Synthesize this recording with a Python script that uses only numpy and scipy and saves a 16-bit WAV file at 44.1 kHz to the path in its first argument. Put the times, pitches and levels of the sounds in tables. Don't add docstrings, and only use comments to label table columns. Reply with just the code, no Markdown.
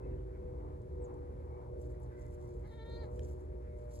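import sys
import numpy as np
from scipy import signal
from scipy.fft import rfft, irfft
from scipy.io import wavfile

SR = 44100
rng = np.random.default_rng(int(sys.argv[2]) if len(sys.argv) > 2 else 0)


def waveform_to_disk(signal):
    frames = np.transpose(np.atleast_2d(signal))
    scaled = np.clip(frames, -1, 1) * 32767
    samples = np.round(scaled).astype(np.int16)
    wavfile.write(sys.argv[1], SR, samples)


N = 176400
TIME = np.arange(N) / SR
BIN_HZ = np.arange(N // 2 + 1) * SR / N


def undb(db):
    return 10 ** (np.asarray(db) / 20)


def unit(x):
    return x / np.sqrt(np.mean(x ** 2))


def curve(table, column=1):
    rows = np.array(table)
    return np.interp(TIME, rows[:, 0], rows[:, column])


def at_hz(table, hz, column=1):
    rows = np.array(table)
    return np.interp(np.log(np.maximum(hz, 1)), np.log(rows[:, 0]), rows[:, column])


def colour(x, table):
    return irfft(rfft(x) * undb(at_hz(table, BIN_HZ)), N)


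def walk(hz):
    smoothing = np.exp(-(BIN_HZ / hz) ** 2) * (BIN_HZ > 0)
    return unit(irfft(rfft(rng.standard_normal(N)) * smoothing, N))


def running_phase(hz):
    return 2 * np.pi * (np.cumsum(hz) / SR + rng.random())


def tone(hz, db):
    return np.sqrt(2) * undb(db) * np.sin(running_phase(hz))


def noise_pair(diffuse):
    return np.sqrt(1 - diffuse ** 2) * rng.standard_normal(N) + diffuse * rng.standard_normal((2, N))


def bed(table, diffuse):
    return colour(noise_pair(diffuse), table) * np.sqrt(SR / 2)


def place(x, table):
    half = np.array([[1], [-1]]) / 2
    balance = undb(half * at_hz(table, BIN_HZ))
    lead = np.exp(1j * half * at_hz(table, BIN_HZ, column=2))
    return irfft(rfft(x) * balance * lead, N)


def from_right(x, lag_s):
    return irfft(rfft(x) * np.exp(-2j * np.pi * BIN_HZ * lag_s * np.array([[1], [0]])), N)


def hedge(x, t60_s=.17):
    t = np.arange(SR // 2) / SR
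    tail = rng.standard_normal((2, len(t))) * np.exp(-np.log(1000) * t / t60_s)
    return signal.fftconvolve(x[None], tail / np.sqrt(np.sum(tail ** 2) / 2), axes=1)[:, :N]


# time in seconds, pitch in Hz.
BLEAT_PITCH = [(2.63, 400), (2.67, 423), (2.695, 486.6), (2.728, 447), (2.745, 461), (2.773, 465.6),
               (2.795, 444.7), (2.853, 458.6), (2.92, 459.8), (2.987, 465), (3.022, 461.4), (3.037, 444),
               (3.05, 411), (3.08, 405)]
# time in seconds, throat fader in dB, bright resonance fader in dB.
BLEAT_EFFORT = [(2.61, -91, -107), (2.636, -80, -101), (2.656, -75.5, -86), (2.668, -76, -85),
                (2.69, -86, -82), (2.732, -72, -74), (2.768, -80, -77.5), (2.794, -70.5, -70.5),
                (2.834, -71.5, -68), (2.843, -76, -81), (2.86, -71, -71), (2.89, -73, -68),
                (2.91, -71.5, -66.5), (2.965, -72.5, -63), (2.988, -69, -74.5), (3.012, -72.5, -66.5),
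                (3.045, -67.5, -74), (3.06, -82, -82), (3.08, -84, -94), (3.1, -92, -110)]
# time in seconds, roughness from 0 to 1.
BLEAT_ROUGHNESS = [(2.63, 0.5), (2.685, 0.7), (2.715, 0.24), (2.8, 0.04), (3.015, 0), (3.04, 0.36),
                   (3.07, 0.83)]
# frequency in Hz, gain in dB.
THROAT_EQ = [(300, 2), (460, 10.5), (920, 4.5), (1380, -4.5), (1840, 3), (2300, -10.5), (2760, -25),
             (3220, -12.5), (3700, -23), (4200, -38), (5100, -36), (7000, -36), (9000, -58)]
# time in seconds, centre in Hz.
RING_CENTRE = [(2.66, 4000), (2.72, 3780), (2.76, 3733), (2.795, 3660), (2.825, 3970), (2.85, 3700),
               (2.875, 3724), (2.91, 3978), (2.965, 4010), (2.992, 4326), (3.015, 4126), (3.05, 4075)]
# frequency in Hz, left over right in dB, left lead in radians.
LAMB_IMAGE = [(467, -3, -0.33), (920, 3, 0.38), (1450, 5, -0.51), (1870, 4.5, 1), (2230, 14, .2),
              (2751, -7, .3), (3180, 2, -1.2), (3350, -2, -2.4), (4080, -0.5, -0.17), (4980, 26, .5),
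              (5650, 5, 0.13)]
TREMOR, JITTER = .0035, .034
RING_WIDTH_HZ, RING_SKIRT_HZ, OVERTONE_HZ, OVERTONE_WIDTH_HZ = 465, 1000, 6250, 450
RASP_DB, RING_RASP_DB, LAMB_ECHO_DB = 5, 3, -14


def lamb():
    rough = curve(BLEAT_ROUGHNESS)
    throat_db, ring_db = curve(BLEAT_EFFORT), curve(BLEAT_EFFORT, column=2)
    pitch = curve(BLEAT_PITCH) * (1 + TREMOR * walk(120) + JITTER * rough * walk(170))
    phase = running_phase(pitch)
    harmonics = np.arange(1, 20)[:, None]
    hz = harmonics * pitch
    shimmer = undb([walk(70) for _ in harmonics])
    partials = shimmer * np.sin(harmonics * phase)
    throat = np.sqrt(2) * (undb(at_hz(THROAT_EQ, hz)) * partials).sum(0)

    offset_hz = hz - curve(RING_CENTRE)
    resonance = (1 + (offset_hz / RING_WIDTH_HZ) ** 2) ** -2 * np.exp(-(offset_hz / RING_SKIRT_HZ) ** 4)
    strain_db = ring_db - ring_db.max()
    resonance += undb(strain_db - 26) * np.exp(-((hz - OVERTONE_HZ) / OVERTONE_WIDTH_HZ) ** 2)
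    ring = (resonance * partials).sum(0) / np.sqrt((resonance ** 2).sum(0) / 2)

    puffs = rng.standard_normal(N) * (1 + np.cos(phase))
    rasp = unit(colour(puffs, [(500, -28), (900, 0), (1200, 1), (1700, 15), (2150, 21),
                               (2700, -31), (6000, -30), (10000, -50)]))
    ring_rasp = unit(colour(puffs, [(2800, -41), (3600, -4), (4100, 6), (4500, 0), (5200, -28)]))

    clear = np.sqrt(1 - rough ** 2)
    voice = undb(throat_db + 1.5) * (clear * throat + rough * undb(RASP_DB) * rasp)
    voice += undb(ring_db + 1) * (clear * ring + rough * undb(RING_RASP_DB) * ring_rasp)
    edge_s = np.minimum(TIME - BLEAT_EFFORT[0][0], BLEAT_EFFORT[-1][0] - TIME)
    voice *= np.clip(edge_s / .023, 0, 1)
    return place(voice, LAMB_IMAGE) + undb(LAMB_ECHO_DB) * hedge(voice)


# middle in seconds, half length in seconds, relative level in dB.
SHOVES = [(1.824, 0.029, -92), (1.913, 0.023, -93.5), (2.043, 0.024, -91), (2.13, .03, -102),
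          (2.249, 0.058, -92), (2.332, 0.03, -90), (2.43, 0.028, -92), (2.506, 0.064, -92.5),
          (2.699, 0.055, -93.5), (2.96, 0.076, -96.5), (3.182, 0.043, -89.5), (3.27, 0.042, -86.5),
          (3.32, 0.024, -87), (3.402, 0.043, -98), (3.813, 0.035, -93.5), (3.916, 0.0072, -89),
          (3.939, 0.025, -83.5), (3.99, 0.029, -82.5)]
# frequency in Hz, gain in dB.
GRASS_EQ = [(1200, -16), (2800, -5), (3800, -4.5), (4700, 1), (5400, 0), (6800, 5), (7800, 4), (9200, -16),
            (10400, 5), (11600, -2.5), (13000, -4), (15000, -15)]
GRAINS_PER_BAND_PER_S, GRAIN_DB, PATCH_DB, GRASS_GAIN_DB = 1400, 2.6, 3, 13


def grass():
    power = sum(undb(db) ** 2 * np.exp(-((TIME - middle) / half) ** 2) for middle, half, db in SHOVES)
    crackle = 0
    for hz in 1500 * 2 ** np.arange(0, 3.5, .5):
        grains = noise_pair(diffuse=.35) * (rng.random(N) < GRAINS_PER_BAND_PER_S / SR)
        grains *= undb(GRAIN_DB * np.minimum(rng.exponential(size=N), 5))
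        band = [(hz / 2, -40), (hz / np.sqrt(2), -6), (hz, 0), (hz * np.sqrt(2), -6), (hz * 2, -40)]
        crackle += colour(grains, band) * undb(PATCH_DB * walk(30))
    rustle = from_right(unit(colour(crackle, GRASS_EQ)), lag_s=.00027)
    return rustle * np.sqrt(power) * undb(GRASS_GAIN_DB + 1.5 * walk(30))


# start in seconds, level in dB, brightness in dB per octave.
STALK_SNAPS = [(.818, -66, 6), (1.142, -64, 10), (1.8045, -69, 0), (1.8255, -72, 5), (1.9084, -71, 3),
               (2.265, -62, 14), (2.4267, -66, 4), (3.1395, -76, 6), (3.168, -73, 6), (3.1928, -47, -7.5),
               (3.2578, -68, 6), (3.291, -60, 4), (3.3161, -69, 9), (3.9155, -64, 18), (3.9751, -62, -4)]
# frequency in Hz, relative level in dB, seconds to fall by 60 dB.
STALK_MODES = [(1850, -12, .007), (2430, -10, 0.0077), (3120, -5.5, 0.0079), (3820, -10, 0.0087),
               (5100, -6, 0.0058), (6560, -7, 0.0082), (7500, -3.5, 0.0072), (10500, -13, .004)]
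MODE_DETUNE, SNAP_ATTACK_S, SPLINTER_DECAY_S, SPLINTER_DB = .015, .0005, .0022, -12


def snaps():
    out = 0
    for start, db, tilt_db in STALK_SNAPS:
        age = np.maximum(TIME - start, 0)
        live = (age > 0) & (age < .02)
        ring = np.zeros(N)
        for hz, mode_db, t60 in STALK_MODES:
            phase = 2 * np.pi * hz * (1 + MODE_DETUNE * rng.standard_normal()) * age[live]
            decay = np.exp(-np.log(1000) * age[live] / t60)
            ring[live] += undb(mode_db + tilt_db * np.log2(hz / 5000)) * np.sin(phase) * decay
        splinters = noise_pair(diffuse=.4) * live * np.exp(-age / SPLINTER_DECAY_S)
        attack = 1 - np.exp(-age / SNAP_ATTACK_S)
        out += undb(db) * attack * (ring + undb(SPLINTER_DB) * splinters)
    return from_right(out, lag_s=.00003)


# time in seconds, pitch in Hz, level in dB.
BIRD_CHIP = [(1.005, 8440, -100), (1.022, 8040, -80), (1.038, 8000, -77), (1.044, 7550, -67.5),
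             (1.051, 6850, -70), (1.06, 6350, -79), (1.068, 6300, -94)]


def near_bird():
    hz = curve(BIRD_CHIP) * (1 + .034 * walk(470))
    gate = (TIME > BIRD_CHIP[0][0]) & (TIME < BIRD_CHIP[-1][0])
    chip = tone(hz, curve(BIRD_CHIP, column=2)) * gate
    return from_right(chip, lag_s=.00015) + undb(-9) * hedge(chip)


# start and length in seconds, first and last pitch in Hz, level in dB.
BIRD_NOTES = [(0.014, .06, 2160, 2160, -78), (0.025, 0.025, 2700, 2475, -76),
              (0.092, 0.042, 2760, 2640, -76.5), (0.158, 0.045, 3110, 2720, -84),
              (0.327, 0.053, 2310, 2130, -77.5), (0.398, 0.032, 2500, 2540, -85),
              (0.483, 0.043, 2150, 2150, -90), (1.47, 0.14, 2179, 2300, -78),
              (2.056, 0.28, 1973, 2036, -74), (2.067, 0.15, 1550, 1510, -73),
              (2.406, 0.077, 2060, 1976, -80), (3.68, .12, 2070, 2200, -79)]


def far_birds():
    notes = 0
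    for start, length, first_hz, last_hz, db in BIRD_NOTES:
        progress = np.clip((TIME - start) / length, 0, 1)
        glide_hz = first_hz + (last_hz - first_hz) * progress
        warble = 1 + .03 * walk(101)
        notes += np.sin(np.pi * progress) * tone(glide_hz * warble, db)
    return hedge(notes)


# time in seconds, firing rate in Hz.
FIRING_RATE = [(0, 62.4), (.7, 61.4), (1.1, 61.01), (1.75, 60.97), (2.1, 60.35), (2.5, 60.24), (2.9, 60.45),
               (3.3, 61), (4, 60.05)]
# multiple of the firing rate, relative level in dB.
LOW_PARTIALS = [(5, -8.5), (5.75, -14.5), (6, -0.45), (6.25, -5.5), (7, -15), (7.5, -14)]
MID_PARTIALS = [(8, 4), (9, -20.5)]
TOP_PARTIALS = [(10, 2), (10.25, -22), (10.5, -22), (12, -34), (15, -42.5)]
# time in seconds, low fader in dB, middle fader in dB.
DRONE_FADERS = [(0.0, -58, -62.5), (0.05, -54.5, -58.5), (0.34, -55, -62.5), (0.46, -54.5, -55.5),
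                (0.87, -57.5, -65.5), (1.0, -51, -53.5), (1.32, -59.5, -62), (1.87, -55, -59.5),
                (1.95, -59.5, -63.5), (2.57, -56.5, -61.5), (2.75, -61.5, -68), (3.13, -56, -56),
                (3.43, -56, -68), (3.46, -57.5, -69.5), (3.77, -61.5, -59.5), (4.0, -64, -64)]
# time in seconds, top fader in dB.
TOP_FADER = [(0, -75), (.5, -67), (1, -70), (1.45, -75.5), (1.75, -63.5), (2.4, -62), (2.8, -67),
             (3.05, -57), (3.45, -66.5), (3.7, -58.5), (4, -58.5)]
DRONE_GAIN_DB = 1.5


def engine_drone():
    firing_hz = curve(FIRING_RATE) * (1 + .0012 * walk(8.8))

    def stack(partials, fade_db, flutter_db):
        return sum(tone(order * firing_hz, db + fade_db * walk(2.1) + flutter_db * walk(16))
                   for order, db in partials)

    low = stack(LOW_PARTIALS, fade_db=1.83, flutter_db=2) * undb(curve(DRONE_FADERS))
    mid = stack(MID_PARTIALS, fade_db=.7, flutter_db=1.3) * undb(curve(DRONE_FADERS, column=2))
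    top = stack(TOP_PARTIALS, fade_db=.7, flutter_db=1.3) * undb(curve(TOP_FADER))
    return (low + mid) * undb(DRONE_GAIN_DB) + top


# frequency in Hz, level in dB.
HUM_TONES = [(58, -52), (74.9, -50), (78.5, -59.5), (116.1, -59), (121.9, -58), (150, -65)]


def engine_hum():
    return sum(tone(hz * (1 + .0043 * walk(.59)), db + 1.7 * walk(2)) for hz, db in HUM_TONES)


# frequency in Hz, noise density in dB per Hz.
ROAR_SPECTRUM = [(20, -120), (100, -102), (220, -82.5), (320, -82.5), (430, -79), (520, -82), (600, -84),
                 (690, -100), (900, -115), (2000, -150)]
# time in seconds, gain in dB.
ROAR_FADER = [(0, 0.5), (.25, -2), (.57, -2.5), (.85, -8.5), (1.1, 1), (1.38, -3), (1.7, -2), (2.2, -5),
              (2.55, -3.5), (2.85, -5), (3.1, 2), (3.4, -4.5), (3.75, -2.5), (4, -3)]


def engine_roar():
    return bed(ROAR_SPECTRUM, diffuse=.34) * undb(curve(ROAR_FADER) + 2.46 * walk(4.6))


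# frequency in Hz, noise density in dB per Hz.
BODY_SPECTRUM = [(400, -120), (650, -96.5), (780, -90.5), (950, -91), (1150, -98), (1400, -110),
                 (2000, -135), (4000, -160)]
TREBLE_SPECTRUM = [(900, -130), (1250, -102), (1600, -103), (2200, -109.5), (2800, -120), (5000, -135),
                   (10000, -155)]
# time in seconds, gain in dB.
BODY_FADER = [(0, 3), (.25, -4), (.57, 3), (.9, -2.5), (1.1, 5), (1.38, -1), (1.7, 0.5), (2.2, 0.5),
              (2.55, -1.5), (2.85, -4.5), (3.1, 2.5), (3.4, -1), (3.75, -5), (4, -1)]
TREBLE_FADER = [(0, 3.5), (.25, -2), (.55, -1), (.9, -4), (1.12, 0.5), (1.38, -1), (1.7, -4), (2.2, -0.5),
                (2.55, -3.5), (2.85, -2), (3.1, -1.5), (3.45, -2.5), (3.75, -2), (4, -3.5)]


def machine_clatter():
    body = bed(BODY_SPECTRUM, diffuse=.59) * undb(curve(BODY_FADER) + 1.94 * walk(5.4))
    treble = bed(TREBLE_SPECTRUM, diffuse=.59) * undb(curve(TREBLE_FADER) + 1.5 * walk(15))
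    return body + treble


# frequency in Hz, left over right in dB, left lead in radians.
ENGINE_IMAGE = [(59, -1, 0.39), (176, -3, 0.6), (286, -0.5, 1.08), (328, 0, 1.28), (433, 1, 1.57),
                (660, 2.5, 1.93), (984, 5.5, 3), (1244, -3, 3.6), (1880, 1, 4.48), (4250, 3.5, 13.5)]


def engines():
    return place(engine_drone() + engine_hum() + engine_roar() + machine_clatter(), ENGINE_IMAGE)


# frequency in Hz, noise density in dB per Hz.
RUMBLE_SPECTRUM = [(5, -125), (18, -100), (25, -87.5), (36, -79), (52, -62.5), (80, -72), (110, -74),
                   (160, -80), (250, -88), (400, -94), (1000, -130), (3000, -160)]
HISS_SPECTRUM = [(500, -118), (2000, -122), (3000, -124), (4500, -123), (5500, -124), (7500, -125),
                 (11500, -126), (12800, -131), (13600, -150)]
# time in seconds, gain in dB.
GUST_FADER = [(0, -8), (.13, 9.5), (.27, -2), (.47, 4), (.62, 2.5), (1.25, 0.5), (1.6, -1.5), (2.05, -1),
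              (2.6, 2), (2.85, -3.5), (3.08, 2), (3.3, 0), (3.7, -1), (4, -5)]


def wind():
    rumble = bed(RUMBLE_SPECTRUM, diffuse=.2) * undb(curve(GUST_FADER) + .5 * walk(3.7))
    hiss = from_right(bed(HISS_SPECTRUM, diffuse=.9), lag_s=.00027)
    return rumble + hiss


def scene():
    return lamb() + grass() + snaps() + near_bird() + far_birds() + engines() + wind()


def record(dry):
    return signal.sosfilt(signal.ellip(8, .2, 70, 15100, fs=SR, output="sos"), dry)


dry = scene()
out = record(dry)
waveform_to_disk(out)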